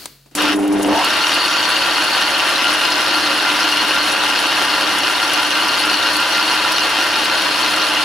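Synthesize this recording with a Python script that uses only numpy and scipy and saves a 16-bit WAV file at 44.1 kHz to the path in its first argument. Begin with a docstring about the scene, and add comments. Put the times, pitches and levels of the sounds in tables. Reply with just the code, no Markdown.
"""A geared metal lathe starts up in a workshop and cuts a bar.
First a brief hiss fades and the switch snaps. Loose gears rattle, then the motor hums and
the gears growl as they are pulled up to speed, with a short howl about one second in.
From then on the gear teeth whine and clatter through the metal housing, loose parts buzz,
the tool holder rings, and the cut sizzles with each turn of the bar. Now and then metal ticks."""
import sys
import numpy as np
from scipy import signal
from scipy.fft import rfft, irfft, next_fast_len
from scipy.io import wavfile
from scipy.ndimage import uniform_filter1d

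SR = 44100
rng = np.random.default_rng(int(sys.argv[2]) if len(sys.argv) > 2 else 0)


def log_audio(samples):
    """Write samples as a 16-bit WAV file to the path given in sys.argv[1]."""
    # one column per channel
    frames = np.atleast_2d(samples).T
    # limit to full scale, then quantise
    limited = np.clip(frames, -1, 1)
    pcm = np.round(limited * 32767).astype(np.int16)
    wavfile.write(sys.argv[1], SR, pcm)


N = 354563
T = np.arange(N) / SR
FILTER_HZ = np.fft.rfftfreq(4096, 1 / SR)
BAR_HZ, GEAR_SHAFT_HZ, MOTOR_HZ = 5.764, 6.212, 31.06  # turns a second at full speed
MAINS_HZ, MOTOR_ON_S = 50, 0.347
SLACK_FROM_S, SLACK_TO_S = 0.389, 0.537  # while the gears hang loose
CLATTER_DB = -17.6

# How the lathe speeds up. Each row: time in seconds, share of full speed.
SPEED = [(.35, 0), (.55, .22), (.72, .42), (.88, .66), (.95, .87), (1.0, .94), (1.1, .99), (1.22, 1)]
# The overall tone of the metal housing. 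Each row: frequency in Hz, level in dB.
HOUSING_TONE = [(30, -21.5), (90, -21), (180, -14.5), (400, -6), (750, -0.83), (1300, -1.5), (2300, -4),
                (3300, -1.5), (4700, -10.5), (5800, -12.5), (7400, -21), (11500, -20.5), (15000, -36)]
# The notes the housing rings at. Each row: frequency in Hz, width in Hz, boost in dB.
HOUSING_RINGS = [(217, 23, 3.9), (311, 74, 11), (551, 13, 8.7), (740, 42, 2.5), (874, 23, 8.1),
                 (998, 61, 6.4), (1173, 135, 5.1), (1387, 75, 7.5), (1533, 89, 8), (1637, 69, 6.6),
                 (1838, 122, 6.2), (2065, 54, 6.9), (2574, 81, 5.1), (2810, 257, 6.7), (3150, 150, 3.5),
                 (3730, 150, 3.1), (4280, 64, 4.9), (4405, 200, 6.2), (4840, 85, 9.6), (5120, 88, 9.5),
                 (5590, 230, 6.4), (6750, 320, 6.1), (8150, 250, 5.2), (9630, 580, 3.7)]
# Gear notes at full speed. Each row: pitch in Hz, level in dB, flutter amount, swell per turn in dB.
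GEAR_NOTES = [(619, -42, .3, 0), (845, -41, .3, 0), (943, -39.5, .25, 0), (986, -36.5, .5, 0),
              (1376, -36, .4, 3), (1394, -30.3, .25, 5), (1524, -40, .6, 0), (2794, -37, .4, 3),
              (4191, -39, .45, 3)]
# The notes in the motor's hum. Each row: multiple of the mains frequency, relative level in dB.
HUM_NOTES = [(4, -18), (6, -2.5), (8, -13.5)]
# The hum of the running motor. Each row: time in seconds, level in dB.
HUM_LEVELS = [(1.5, -41.5), (3.3, -33.5), (8.04, -37)]
# The tone of the straining gears. Each row: frequency in Hz, level in dB.
GROWL_TONE = [(25, -17), (90, -12), (150, -16), (210, -7), (320, -4), (480, 0), (600, 0), (900, -2),
              (1200, -9), (2500, -18), (16000, -72)]
# The tool holder's ring shifts as the tool moves. Each row: time in seconds, level in dB, pitch in Hz.
HOLDER_PATH = [(1.1, -26.5, 4400), (1.7, -24.5, 4500), (2.6, -29.5, 4280), (3.2, -26.5, 4366),
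               (5.2, -30.5, 4370), (5.7, -26, 4363), (8.04, -26.5, 4346)]
# Its two close notes. Each row: multiple of that pitch, width in Hz, relative level in dB.
HOLDER_RINGS = [(0.977, 165, 4.5), (1.024, 164, 3)]
# Loose parts that buzz. Each row: pitch in Hz, width in Hz, level in dB.
LOOSE_PARTS = [(1421, 225, -31.5), (2617, 360, -33), (2870, 290, -27.5), (3160, 470, -33.5),
               (3710, 470, -32), (5075, 410, -35), (5660, 460, -34.5)]
# Short bursts of buzzing, and thin high rings that slowly swell and fade.
# Each row: peak time and half length in seconds, pitch and width in Hz, level in dB.
BURSTS_AND_RINGS = [(1.6, .35, 4720, 350, -34), (1.7, .7, 6830, 160, -42), (2.37, .016, 3070, 550, -18),
                    (2.405, .016, 2800, 550, -21), (2.56, .016, 3870, 550, -21),
                    (2.655, .016, 2860, 550, -24), (3.3, .6, 5080, 110, -39)]
# The tone of the cut. 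Each row: frequency in Hz, level in dB.
SIZZLE_TONE = [(100, -38), (3000, -15), (6000, -5.5), (8800, -2.5), (10300, 1), (11500, -11), (13500, -12),
               (16000, -37)]
# Thin rings in the sizzle. Each row: pitch in Hz, width in Hz, relative level in dB.
SIZZLE_RINGS = [(10210, 470, -7.5), (12300, 1800, -14)]
# Switch clacks. Each row: start in seconds, level in dB, seconds to fade, treble tilt in dB per octave.
SWITCH_CLACKS = [(0.0569, -20.5, 0.026, -2.5), (.26, -48, 0.15, -7), (.312, -46, .14, -7.5),
                 (.351, -19.5, 0.16, -2)]
# Sharp ticks of metal. Each row: start in seconds, level in dB.
METAL_TICKS = [(.42, -22), (.678, -29), (1.0457, -19), (2.902, -33), (5.335, -21), (6.1666, -21),
               (6.7198, -21)]
# The tone of the clacks and ticks. Each row: frequency in Hz, level in dB.
CLICK_TONE = [(60, -24), (300, 5), (1500, -1.5), (4300, 5), (7000, 6.5), (10000, 8.5), (16000, -10)]
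# The tone of the workshop's hiss. Each row: frequency in Hz, level in dB.
HISS_TONE = [(30, -20), (150, -9), (400, -10), (820, -16), (1240, -15), (2550, -15), (3700, -13),
             (4450, -7), (5460, -16), (11000, -19), (16000, -18)]
# Low drones of the room and motor. Each row: pitch in Hz, level in dB, start in seconds.
DRONES = [(48.5, -64, 0), (139.6, -58, 0.049), (100.6, -53.5, 0.43)]
# How alike left and right sound. Each row: frequency in Hz, likeness (1 or more means fully alike).
STEREO_LIKENESS = [(30, 0.1), (150, 1.26), (400, 0.6), (1200, 0.87), (2800, 0.85), (4500, 0.62),
                   (7000, 0.73), (9000, 0.4), (11000, 2)]
# Which side is louder. Each row: frequency in Hz, left minus right in dB.
STEREO_BALANCE = [(60, -2), (110, 7), (200, -5.5), (380, 3), (700, -.5), (1290, -.5), (2380, 1),
                  (4400, 2.5), (8000, 1), (11000, 1)]


def gear_clatter():
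    """Gear teeth knock across the small gaps between them and make the housing ring."""
    knocks = impacts(per_s=2000, spread_db=2, noise=.91) * tooth_force()
    rings_db = sum(db * .5 ** ((2 * (FILTER_HZ - hz) / width) ** 2) for hz, width, db in HOUSING_RINGS)
    return stereo(shape_tone(knocks, over_pitch(HOUSING_TONE) + rings_db)) * clatter_gain()


def gear_whine():
    """Gear notes rise with speed. Uneven teeth make them flutter; an off-centre shaft makes them swell."""
    drift_s = np.cumsum(.0012 * wander(hz=5) + .002 * wander(hz=70)) / SR
    running_s = turns(1) + drift_s
    notes = np.zeros((2, N))
    for hz, db, depth, swell_db in GEAR_NOTES:
        flutter = unit((1 + depth * wander(hz=28.1)) * amp(throb(GEAR_SHAFT_HZ, swell_db, peak_at=.6)))
        angle = 2 * np.pi * hz * running_s + depth * wander(hz=21.73)
        side_shift = .12 * np.array([wander(hz=3.6), wander(hz=3.3)])
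        notes += amp(db) * flutter * np.sqrt(2) * np.cos(angle + side_shift)
    return notes * over_time(SPEED) ** 2


def gear_howl(width_hz=110):
    """Two straining pairs of gears howl, rising in pitch and loudest just short of full speed."""
    grind = impacts(per_s=2100, spread_db=0, noise=.62)
    speed = over_time(SPEED)
    bands = resonate(grind, 1010 * speed, width_hz) + amp(-3) * resonate(grind, 790 * speed, width_hz)
    return stereo(bands) * amp(-18) * hold(.95, 1.03, rise_s=.45, fade_s=.2)


def gear_growl():
    """The gears grind with a low growl while they take up the load."""
    grind = impacts(per_s=1200, spread_db=2, noise=1) * tooth_force()
    growl = stereo(shape_tone(grind, over_pitch(GROWL_TONE)))
    return growl * amp(-17) * speed_gain(crawl_db=-13.5) * surging_pull(depth_db=2.5)


def motor_hum():
    """Mains current makes the motor hum magnetically: loudly as it starts, softly once it runs."""
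    side_shift = np.array([[-.33], [.33]])  # radians
    hum = np.zeros((2, N))
    for multiple, db in HUM_NOTES:
        angle = 2 * np.pi * multiple * MAINS_HZ * T + .47 * wander(hz=24.96)
        flutter_db = 3 * wander(hz=69.25)
        hum += amp(db + flutter_db) * np.sqrt(2) * np.cos(angle + side_shift)
    starting_db = -15.3 - 10 * (T < SLACK_TO_S)  # quieter until the gears grip
    starting = uniform_filter1d(amp(starting_db) * surging_pull(depth_db=2.4), size=900)
    running = power_on() * amp(over_time(HUM_LEVELS))
    return hum * (starting + running)


def tool_holder():
    """The tool holder is shaken unevenly and rings on two close notes."""
    scrape = impacts(per_s=1500, spread_db=3, noise=.43) * tooth_force()
    scrape *= chatter(depth_db=4.5, hz=55)
    times, levels_db, pitches = np.transpose(HOLDER_PATH)
    hz = np.interp(T, times, pitches)
    ring = sum(amp(db) * resonate(scrape, multiple * hz, width) for multiple, width, db in HOLDER_RINGS)
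    return stereo(ring) * amp(np.interp(T, times, levels_db)) * speed_gain(crawl_db=-67)


def buzzes_and_rings():
    """Loose parts buzz on and off. Short bursts and thin, slowly swelling rings are heard too."""
    shake = impacts(per_s=1200, spread_db=6.5, noise=.29) * tooth_force()
    sound = np.zeros((2, N))
    for hz, width, db in LOOSE_PARTS:
        sound += amp(db) * resonate(shake * chatter(depth_db=7, hz=60), hz, width)
    for peak_s, half_s, hz, width, db in BURSTS_AND_RINGS:
        near = abs(T - peak_s) < 3 * half_s
        swell = np.exp(-((T[near] - peak_s) / half_s) ** 2)
        sound[:, near] += amp(db) * resonate(shake[:, near], hz, width) * swell
    return stereo(sound) * sound.std() * clatter_gain() / amp(CLATTER_DB)


def cutting_sizzle():
    """The cut crackles. It swells and catches once each turn, and is rougher during start-up."""
    since_catch = (turns(BAR_HZ) - .73) % 1  # share of a turn
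    bite = amp(throb(BAR_HZ, depth_db=3, peak_at=.39)) + amp(7) * np.exp(-since_catch / .06)
    rough_db = (1.9 + 2.5 * starting_pull()) * wander(hz=60.1)
    crackle = impacts(per_s=3300, spread_db=1, noise=.98) * bite * amp(rough_db)
    rings = np.zeros((2, N))
    for hz, width, db in SIZZLE_RINGS:
        rings += amp(db) * resonate(crackle * chatter(depth_db=7, hz=50), hz, width)
    sizzle = shape_tone(crackle, over_pitch(SIZZLE_TONE)) + rings * over_time(SPEED) ** 2
    return stereo(sizzle) * amp(-35.5) * speed_gain(crawl_db=-5.5)


def switch_and_ticks(tick_fade_s=.035, tick_tilt_db=3.5):
    """Metal hits metal in short bursts: first the switch, then stray ticks."""
    steel = stereo(shape_tone(rng.standard_normal((2, N)), over_pitch(CLICK_TONE)))
    clicks, size = np.zeros((2, N)), 8192
    octaves = np.log2(np.fft.rfftfreq(size, 1 / SR) + 500)
    ticks = [(start_s, db, tick_fade_s, tick_tilt_db) for start_s, db in METAL_TICKS]
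    for start_s, db, fade_s, tilt_db in SWITCH_CLACKS + ticks:
        at = round(start_s * SR)
        burst = unit(irfft(rfft(steel[:, at:at + size]) * amp(tilt_db * octaves)))
        clicks[:, at:at + size] += burst * amp(db - 60 * T[:size] / fade_s)
    return clicks


def workshop():
    """A brief hiss dies down to a faint one, over low drones."""
    hiss = stereo(shape_tone(rng.standard_normal((2, N)), over_pitch(HISS_TONE)))
    room = hiss * (amp(-59) + amp(-38.5) * hold(0, .048, rise_s=1, fade_s=.42))
    for hz, db, start_s in DRONES:
        angle = 2 * np.pi * hz * T + .27 * wander(hz=12)
        room += amp(db) * np.sqrt(2) * np.sin(angle) * (T >= start_s)
    return room


def clatter_gain():
    """How loud the clatter is: a short loose rattle, then more and more with speed."""
    rattle = amp(-16 - 27 * (T - SLACK_FROM_S))  # falls 27 dB a second
    rattle *= hold(SLACK_FROM_S, SLACK_TO_S, rise_s=.073, fade_s=.092)
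    startup_dip_db = -3.5 * starting_pull()  # the clatter is quieter while the starting hum is loud
    running = amp(CLATTER_DB + startup_dip_db) * speed_gain(crawl_db=-23, bend=1.35)
    return np.hypot(rattle, running)


def tooth_force():
    """Off-centre shafts and the motor's pulsing pull press the teeth harder and softer in turn."""
    pulse_db = .5 * np.cos(2 * np.pi * 2 * MAINS_HZ * T)
    shaft_db = throb(GEAR_SHAFT_HZ, depth_db=.55, peak_at=.54)
    motor_db = throb(MOTOR_HZ, depth_db=.5, peak_at=.56)
    return amp(shaft_db + motor_db + pulse_db + .55 * wander(hz=40))


def power_on(rise_s=.019):
    """Rises from 0 to 1 as the motor's current builds up."""
    return np.clip((T - MOTOR_ON_S) / rise_s, 0, 1)


def starting_pull():
    """Is 1 while the motor pulls the lathe up to speed, then fades."""
    return power_on() * hold(MOTOR_ON_S, .925, rise_s=1, fade_s=.3)


def surging_pull(depth_db, peak_s=.75, every_s=.154):
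    """The starting pull with its regular surges."""
    return starting_pull() * amp(depth_db * np.cos(2 * np.pi * (T - peak_s) / every_s))


def speed_gain(crawl_db, bend=1):
    """A moving part's gain: crawl_db when barely turning, 1 at full speed, sooner if bend is over 1."""
    return power_on() * amp(crawl_db * abs(1 - over_time(SPEED)) ** bend)


def turns(full_hz):
    """Counts the turns of a shaft that speeds up with the lathe."""
    running_s = np.cumsum(over_time(SPEED)) / SR
    return full_hz * (running_s - running_s[-1] + T[-1])


def throb(full_hz, depth_db, peak_at):
    """One swell in dB for each turn of a shaft; peak_at is a share of the turn."""
    return depth_db * np.cos(2 * np.pi * (turns(full_hz) - peak_at))


def impacts(per_s, spread_db, noise):
    """Two streams of tiny, uneven hits, with noise standing for still finer ones."""
    strength = rng.standard_normal((2, N)) * amp(spread_db * np.minimum(rng.exponential(1, N), 3))
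    lands = rng.random(N) < per_s / SR
    return unit(strength * lands) + noise * rng.standard_normal((2, N))


def resonate(x, hz, width_hz):
    """Makes x ring in a narrow band around hz, which may be steady or sliding."""
    spin = np.exp(2j * np.pi * np.cumsum(hz * np.ones(x.shape[-1])) / SR)
    decay = np.exp(-np.pi * width_hz / SR)
    smoothed = signal.lfilter([(1 - decay) ** 2], [1, -2 * decay, decay * decay], x / spin)
    return unit((spin * smoothed).real)


def shape_tone(x, db):
    """Filters x to the given tone, so that each hit rings only after it lands."""
    log_ring = irfft(np.log(amp(db)))
    half = len(log_ring) // 2
    forward_only = np.r_[log_ring[0], 2 * log_ring[1:half], np.zeros(half)]
    ring = irfft(np.exp(rfft(forward_only)))
    return unit(signal.oaconvolve(x, ring[None], axes=1)[:, :N])


def stereo(pair):
    """Makes left and right from two sounds: one is shared, the other sets the sides apart."""
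    size = next_fast_len(N + 2048)
    hz = np.fft.rfftfreq(size, 1 / SR)
    alike = np.clip(over_pitch(STEREO_LIKENESS, hz), 0, 1)
    shared, apart = rfft(pair, size) * np.sqrt([1 + alike, 1 - alike])
    lean = amp(over_pitch(STEREO_BALANCE, hz) / 2)
    sides = np.array([(shared + apart) * lean, (shared - apart) / lean])
    return unit(irfft(sides, size)[:, :N])


def chatter(depth_db, hz):
    """The gain of a part that buzzes on and off, about hz changes a second."""
    return amp(depth_db * np.tanh(wander(hz)))


def wander(hz):
    """A random wobble of typical size 1, with about hz changes a second."""
    points = rng.standard_normal(4096)
    return unit(np.interp(T * hz, np.arange(len(points)), points))


def hold(start_s, end_s, rise_s, fade_s):
    """A gain of 1 from start to end, and 60 dB lower rise_s before and fade_s after."""
    outside = np.maximum(start_s - T, 0) / rise_s + np.maximum(T - end_s, 0) / fade_s
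    return amp(-60 * outside)


def over_time(rows):
    """Joins rows of time and value with straight lines."""
    return np.interp(T, *np.transpose(rows))


def over_pitch(rows, hz=FILTER_HZ):
    """Joins rows of frequency and value, giving each octave about equal room."""
    row_hz, values = np.transpose(rows)
    return np.interp(np.log(hz + 1), np.log(row_hz + 1), values)


def amp(db):
    """Turns decibels into a gain, the number a sound is multiplied by."""
    return 10 ** (np.asarray(db) / 20)


def unit(x):
    """Scales x to an average power of 1."""
    return x / np.sqrt(np.mean(x ** 2) + 1e-20)


def scene():
    """Adds up the whole lathe and its workshop."""
    return (gear_clatter() + tool_holder() + buzzes_and_rings() + gear_whine() + gear_howl()
            + motor_hum() + gear_growl() + cutting_sizzle() + switch_and_ticks() + workshop())


def record(dry, loud_db=-19, squeeze=.21, boost_db=1, ceiling=.72, top_hz=15900):
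    """Turns loud moments down a little, rounds off the peaks and cuts the highest treble."""
    power = uniform_filter1d((dry ** 2).mean(0), size=400)
    excess_db = np.maximum(10 * np.log10(abs(power) + 1e-12) - loud_db, 0)
    steadied = dry * amp(boost_db - squeeze * excess_db)
    rounded = steadied / (1 + (steadied / ceiling) ** 4) ** (1 / 4)
    treble_cut = signal.firwin(511, top_hz, window=("kaiser", 9), fs=SR)
    return signal.oaconvolve(rounded, treble_cut[None], "same")


dry = scene()
out = record(dry)
log_audio(out)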